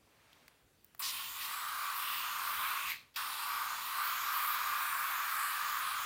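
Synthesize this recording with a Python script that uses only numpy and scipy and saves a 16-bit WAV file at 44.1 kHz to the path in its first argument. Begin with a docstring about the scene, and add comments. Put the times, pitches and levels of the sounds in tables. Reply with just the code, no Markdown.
"""Fingers rub softly and a plastic spray head ticks; then an aerosol can of sunscreen sprays two long bursts.
The jet is shaped noise: a roar in the hollow of the spray head, under hiss, sheen and sizzle from the nozzle.
The hand sweeps to and fro about twice a second, and each stroke turns the jet's colour.
Behind it lies a quiet room: steady soft noise, and walls that ring briefly after the valve shuts."""
import sys
import numpy as np
from scipy import signal
from scipy.fft import rfft, irfft, next_fast_len
from scipy.io import wavfile
from scipy.ndimage import uniform_filter1d, map_coordinates

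SR = 44100
rng = np.random.default_rng(int(sys.argv[2]) if len(sys.argv) > 2 else 0)


def unload_wav(signal):
    """Save mono or channel-first audio to the path in sys.argv[1] as 16-bit WAV at rate SR, clipped to [-1, 1]."""
    wavfile.write(
        sys.argv[1],
        SR,
        np.round(np.clip(np.atleast_2d(signal).T, -1, 1) * 32767).astype(np.int16),
    )


N = 266963  # length in samples


def amp(db):
    """Decibels to gain."""
    return 10 ** (np.asarray(db) / 20)


def unit(x):
    """x scaled to an rms of 1."""
    return x / np.sqrt(np.mean(x ** 2) + 1e-20)


def along(points, hz):
    """Read (frequency, value) points on a logarithmic frequency axis."""
    f, v = np.transpose(points)
    return np.interp(np.log(hz + 1), np.log(f + 1), v)


def curve(t, presses):
    """Join the (time, value) points of all presses into one value per sample."""
    return np.interp(t, *np.vstack(presses).T)


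def wobble(rate):
    """A smooth random curve through `rate` random points a second."""
    return map_coordinates(rng.standard_normal(4096), [np.arange(N) * rate / SR], mode="wrap")


def lagged(x, seconds):
    """x followed sluggishly, with a time constant."""
    keep = np.exp(-1 / (seconds * SR))
    return signal.lfilter([1 - keep], [1, -keep], x)


def glide(x, ratio):
    """x with all its frequencies scaled by a moving ratio."""
    return map_coordinates(x, [np.cumsum(ratio) % (N - 1)], mode="wrap")


def filtered(x, response):
    """x passed through a gain that depends on frequency."""
    size = next_fast_len(N + SR // 2)
    return irfft(rfft(x, size) * response(np.fft.rfftfreq(size, 1 / SR)), size)[:N]


def rush(spectrum, patchy_db):
    """Turbulent noise of rms 1 with drifting patches of colour."""
    z = signal.stft(rng.standard_normal(N), nperseg=512)[2]
    # random louder and softer patches, smoothed over frequency and then over time
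    patches = uniform_filter1d(rng.standard_normal(z.shape), size=8, axis=0)
    patches = uniform_filter1d(patches, size=24, axis=1)
    noise = signal.istft(z * amp(patchy_db * unit(patches)), nperseg=512)[1][:N]
    return unit(filtered(noise, lambda hz: amp(along(spectrum, hz))))


def resonant_noise(centre_hz, width_hz):
    """Noise of rms 1 in one steep-sided resonance."""
    def response(f):
        damping = (f * width_hz) ** 2
        return damping / ((centre_hz ** 2 - f * f) ** 2 + damping)
    return unit(filtered(rng.standard_normal(N), response))


FORCE_POWER = 1.64  # roar and treble need a wide-open valve; the hiss lingers
ROAR_BUILD_S = 0.0035  # the hollow takes a moment to sound


def spray(t):
    """The jet: a hollow roar under a hiss and sizzle that follow the flow and a sheen that follows the hand."""
    flow_db = flow(t)
    flank_db, sheen_db, beam_db = hand_swing(t)
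    sputter = wobble(rate=160)  # liquid and gas leave the nozzle in uneven shares
    opening = valve(t)
    force = opening ** FORCE_POWER
    hollow = lagged(force, ROAR_BUILD_S) * roar(t)
    nozzle = opening * (hiss(t, flow_db, sputter) + spits_and_bands(t))
    treble = force * (flank(flank_db) + sheen(sheen_db, sputter) + sizzle(flow_db, beam_db, sputter))
    return hollow + nozzle + treble


# shape of the roar's spectrum: (frequency [Hz], relative level [dB])
ROAR_SPECTRUM = [(250, -46.5), (500, -35.5), (700, -24.5), (850, -16), (1000, -6), (1160, 1), (1300, -4),
                 (1420, -6), (1570, -7), (1750, -14), (2300, -15.5), (4000, -59)]
# how the roar swells, one list per press: (time [s], level before ROAR_DB is added [dB])
ROAR_LEVEL = [
    [(1.0, -48.5), (1.12, -54), (1.2, -49), (1.26, -54), (1.63, -40.9), (1.82, -40.0), (2.18, -44),
     (2.27, -40.5), (2.71, -38), (2.92, -46.5)],
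    [(3.17, -41.5), (3.36, -46), (3.49, -39), (3.73, -40.5), (3.83, -46), (4.02, -36.5), (4.22, -39),
     (4.4, -37), (6.04, -39)],
]
ROAR_DB, ROAR_PITCH_PER_DB = -0.08, 0.0061  # dB; share of pitch per dB


def roar(t):
    """Turbulence colored by the hollow of the spray head; a stronger roar sits slightly higher."""
    roar_db = curve(t, ROAR_LEVEL)
    pitch = 1 + ROAR_PITCH_PER_DB * (roar_db - np.median(roar_db))
    hollow = glide(rush(ROAR_SPECTRUM, patchy_db=-0.24), pitch)
    return amp(ROAR_DB + roar_db + 0.094 * wobble(rate=32)) * hollow


# presses of the valve: (gas comes [s], liquid comes [s], shuts [s], opening with gas alone [dB],
# opening surge [dB], time constant of the surge's fading [s])
PRESSES = [(0.9925, 1.02, 2.9035, 0, 4.5, .075), (3.141, 3.159, 6.2, -15.5, 6, .022)]
RISE_S, SHUT_T60 = .0025, 0.3  # seconds to open; seconds for the opening to fall by 60 dB


def valve(t):
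    """Opening 0-1: gas comes first, the liquid a moment later, and both bleed away on release."""
    out = np.zeros(N)
    for gas, liquid, shuts, gas_db, _, _ in PRESSES:
        gas_opens = np.interp(t, [gas, gas + RISE_S], [0, 1])
        liquid_opens = np.interp(t, [liquid, liquid + RISE_S], [amp(gas_db), 1])
        release = amp(-60 * np.maximum(t - shuts, 0) / SHUT_T60)
        out += gas_opens * liquid_opens * release
    return out


def surge(t):
    """Extra flow in dB from the pressure stored behind the valve."""
    out = np.zeros(N)
    for gas, liquid, _, _, db, fade_s in PRESSES:
        out += db * (t >= gas) * np.exp(-np.maximum(t - liquid, 0) / fade_s)
    return out


# flow through the nozzle, one list per press: (time [s], level before the surge is added [dB])
FLOW = [
    [(1.14, -50.5), (1.35, -52.5), (1.43, -46.5), (1.61, -52), (2.13, -46.5), (2.3, -50), (2.55, -47),
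     (2.86, -50.0), (2.92, -43.5)],
    [(3.22, -48.5), (3.78, -50), (4.12, -47), (4.2, -48.5), (4.33, -47), (5.21, -50), (5.73, -47.5),
     (6.04, -49)],
]


def flow(t):
    """Flow in dB, which drives both hiss and sizzle."""
    return curve(t, FLOW) + surge(t)


# shape of the hiss's spectrum: (frequency [Hz], relative level [dB])
HISS_SPECTRUM = [(900, -22), (1500, -13), (1950, 0), (2150, -6.5), (2450, 1), (2800, -1), (3400, -0.5),
                 (4100, -2.5), (4800, -4), (5600, -9), (6400, -13.5), (7800, -14.5), (12000, -19.5)]
HISS_DB = 3  # over the flow


def hiss(t, flow_db, sputter):
    """Turbulence at the nozzle; gas without liquid hisses less."""
    gas_only = sum((t >= gas) & (t < liquid) for gas, liquid, *_ in PRESSES)
    level_db = HISS_DB + flow_db + .5 * sputter - 8 * gas_only
    return amp(level_db) * rush(HISS_SPECTRUM, patchy_db=1.25)


# shape of the sheen's spectrum: (frequency [Hz], relative level [dB])
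SHEEN_SPECTRUM = [(5500, -41), (7000, -8), (7900, -5), (9300, 1), (10500, -3.5), (11500, -1), (14000, -29)]
SHEEN_DB = -54.5  # with the can at the far turn


def sheen(sheen_db, sputter):
    """Bright turbulence whose level follows the hand."""
    return amp(SHEEN_DB + sheen_db + 0.22 * sputter) * rush(SHEEN_SPECTRUM, patchy_db=3.0)


# shape of the sizzle's spectrum: (frequency [Hz], relative level [dB])
SIZZLE_SPECTRUM = [(8000, -30.5), (10800, -13), (12000, -1.5), (13000, 2), (13800, 0), (15000, 6.5),
                   (15800, -6)]
SIZZLE_DB = 2.5  # over the flow


def sizzle(flow_db, beam_db, sputter):
    """The highest turbulence, in a narrow beam that the hand swings past the microphone."""
    level_db = SIZZLE_DB + flow_db + beam_db + .4 * sputter
    return amp(level_db) * rush(SIZZLE_SPECTRUM, patchy_db=2.6)


def flank(flank_db):
    """As the beam swings away, its sheen gives way to this lower band."""
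    return amp(flank_db) * resonant_noise(6790, 1400)


# bands that color the jet: (start time [s], length [s], centre [Hz], width [Hz],
# level at the middle with the valve fully open [dB])
SPITS_AND_BANDS = [(0.99, .017, 15000, 4500, -39), (1.019, .099, 4550, 3200, -39),
                   (1.02, 0.29, 3100, 2000, -46.5), (1.395, .084, 3900, 2580, -49),
                   (1.996, 0.36, 2800, 450, -46.5), (2.604, 0.54, 2490, 692, -44.5),
                   (2.87, 0.12, 2160, 1000, -40), (3.158, .018, 3680, 3000, -45),
                   (3.16, .08, 1650, 600, -47), (3.166, 0.87, 953, 248, -51.5),
                   (3.95, 1.67, 2360, 450, -50.5), (4.3, 1.6, 12300, 700, -54),
                   (4.697, 1.18, 1680, 353, -46.5), (5.362, .15, 8140, 1100, -51.5)]


def spits_and_bands(t):
    """Short spits of gas and liquid, and longer steady bands that color the spray."""
    out = np.zeros(N)
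    for start, length, hz, width_hz, db in SPITS_AND_BANDS:
        progress = np.clip((t - start) / length, 0, 1)
        swell = 2 * np.sqrt(progress * (1 - progress))
        out += amp(db) * swell * resonant_noise(hz, width_hz)
    return out


# to-and-fro strokes of the hand: (far turn time [s], near turn time [s], flank level at the far turn [dB],
# sheen gain at the near turn [dB], sizzle gain where the beam meets the microphone [dB])
STROKES = [(.8, 1.057, -58, 7.5, 2), (1.317, 1.52, -56.5, 6.5, 0.5), (1.87, 2.06, -58, 4, 4.5),
           (2.3, 2.602, -54.5, 3, 2), (2.87, 3.41, -55.5, 5, -1.5), (3.74, 3.97, -53, 3.5, 1.5),
           (4.21, 4.444, -51.5, 7, 4), (4.656, 4.92, -54.5, 7, 4.5), (5.18, 5.445, -53.5, 9.5, 2),
           (5.722, 5.903, -52.5, 4.5, -3.5)]
LAST_TURN_S = 6
BEAM_AT, BEAM_WIDTH = 0.69, .3  # place in the swing (0 far, 1 near) where the beam meets the microphone
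FLANK_FALL_DB = 13.5  # the flank falls as the can comes near


def hand_swing(t):
    """The can's place (0 far, 1 near) turned into flank level and gains of sheen and sizzle, in dB."""
    far, near, flank_db, sheen_db, sizzle_db = np.transpose(STROKES)
    turns = np.append(np.column_stack([far, near]), LAST_TURN_S)
    half_strokes = np.interp(t, turns, np.arange(len(turns)))
    swing = (1 - np.cos(np.pi * half_strokes)) / 2
    beam = np.exp(-((swing - BEAM_AT) / BEAM_WIDTH) ** 2)
    flank_level = np.interp(t, far, flank_db) - FLANK_FALL_DB * swing
    sheen_gain = swing * np.interp(t, near, sheen_db)
    sizzle_gain = beam * np.interp(t, near, sizzle_db)
    return flank_level, sheen_gain, sizzle_gain


# ticks of the plastic head: (time [s], knock level [dB], knock pitch [Hz], knock width [Hz],
# bright snap level [dB])
TICKS = [(.3305, -53.5, 3660, 1400, -63), (.4805, -48, 2000, 4000, -53), (0.8453, -60, 9000, 7000, -46.5),
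         (.864, -80, 3000, 3000, -61), (0.9486, -49, 1000, 1000, -51.5), (.9785, -68.5, 2000, 2000, -54)]
SNAP_HZ, SNAP_WIDTH_HZ = 15000, 5000
CRACK_DB = -10  # a broad crack under each knock, relative to the knock


def ticks(t, t60):
    """The finger settles on the head, whose heavily damped plastic gives a knock, a crack and a bright snap."""
    out = np.zeros(N)
    for start, knock_db, hz, width_hz, snap_db in TICKS:
        knock = resonant_noise(hz, width_hz) + amp(CRACK_DB) * resonant_noise(5900, 7000)
        snap = resonant_noise(SNAP_HZ, SNAP_WIDTH_HZ)
        decay = (t >= start) * amp(-60 * np.abs(t - start) / t60)
        out += decay * (amp(knock_db) * knock + amp(snap_db) * snap)
    return out


GRIP_S, GRIP_SPREAD_S, GRIP_DB = .34, .25, -67.5  # time of the peak, spread, level at the peak
GRIP_HZ, GRIP_WIDTH_HZ = 1200, 3400


def grip(t):
    """The fingers rub softly on the can as they find their hold."""
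    swell = np.exp(-((t - GRIP_S) / GRIP_SPREAD_S) ** 2)
    return amp(GRIP_DB) * swell * resonant_noise(GRIP_HZ, GRIP_WIDTH_HZ)


# how long the room rings: (frequency [Hz], time to fall by 60 dB [s])
WALLS = [(300, 0.78), (2000, 0.36), (6000, 0.35), (15000, 0.28)]


def room(x, t):
    """The walls' answer: it dies sooner in the treble and changes as the can moves."""
    out = np.zeros(N)
    places = np.linspace(0, t[-1], num=20)  # times at which a new random echo pattern takes over
    for s in places:
        hz, age, z = signal.stft(rng.standard_normal(SR // 2), SR, nperseg=256)
        decay = amp(-60 * age / along(WALLS, hz)[:, None])
        tail = signal.istft(z * decay, SR, nperseg=256)[1]
        share = np.sqrt(np.clip(1 - np.abs(t - s) / places[1], 0, 1))  # crossfade between patterns
        out += signal.oaconvolve(x * share, tail / np.linalg.norm(tail))[:N]
    return out


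# shape of the quiet room's spectrum: (frequency [Hz], relative level [dB])
AIR_SPECTRUM = [(20, -34), (35, -13), (60, 1), (120, -1), (180, -5), (330, -6.5), (600, -11), (1300, -13),
                (2100, -14.5), (3200, -17), (5700, -21), (10000, -21), (15800, -23)]
AIR_DB = -69.8


def air():
    """The quiet room's steady noise, strongest in the bass."""
    return amp(AIR_DB) * rush(AIR_SPECTRUM, patchy_db=1.9)


JET_WET_DB, HAND_WET_DB = -12.5, -17  # how much of each the walls send back


def scene():
    """Can, hand and room, the same in both channels."""
    t = np.arange(N) / SR
    jet = spray(t)
    hand = ticks(t, t60=0.015) + grip(t)
    walls = room(amp(JET_WET_DB) * jet + amp(HAND_WET_DB) * hand, t)
    mono = jet + hand + walls + air()
    return np.array([mono, mono])


TOP_HZ = 15900


def record(dry):
    """The recorder keeps nothing from its band limit upward."""
    return np.array([filtered(x, lambda hz: hz < TOP_HZ) for x in dry])


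dry = scene()
out = record(dry)
unload_wav(out)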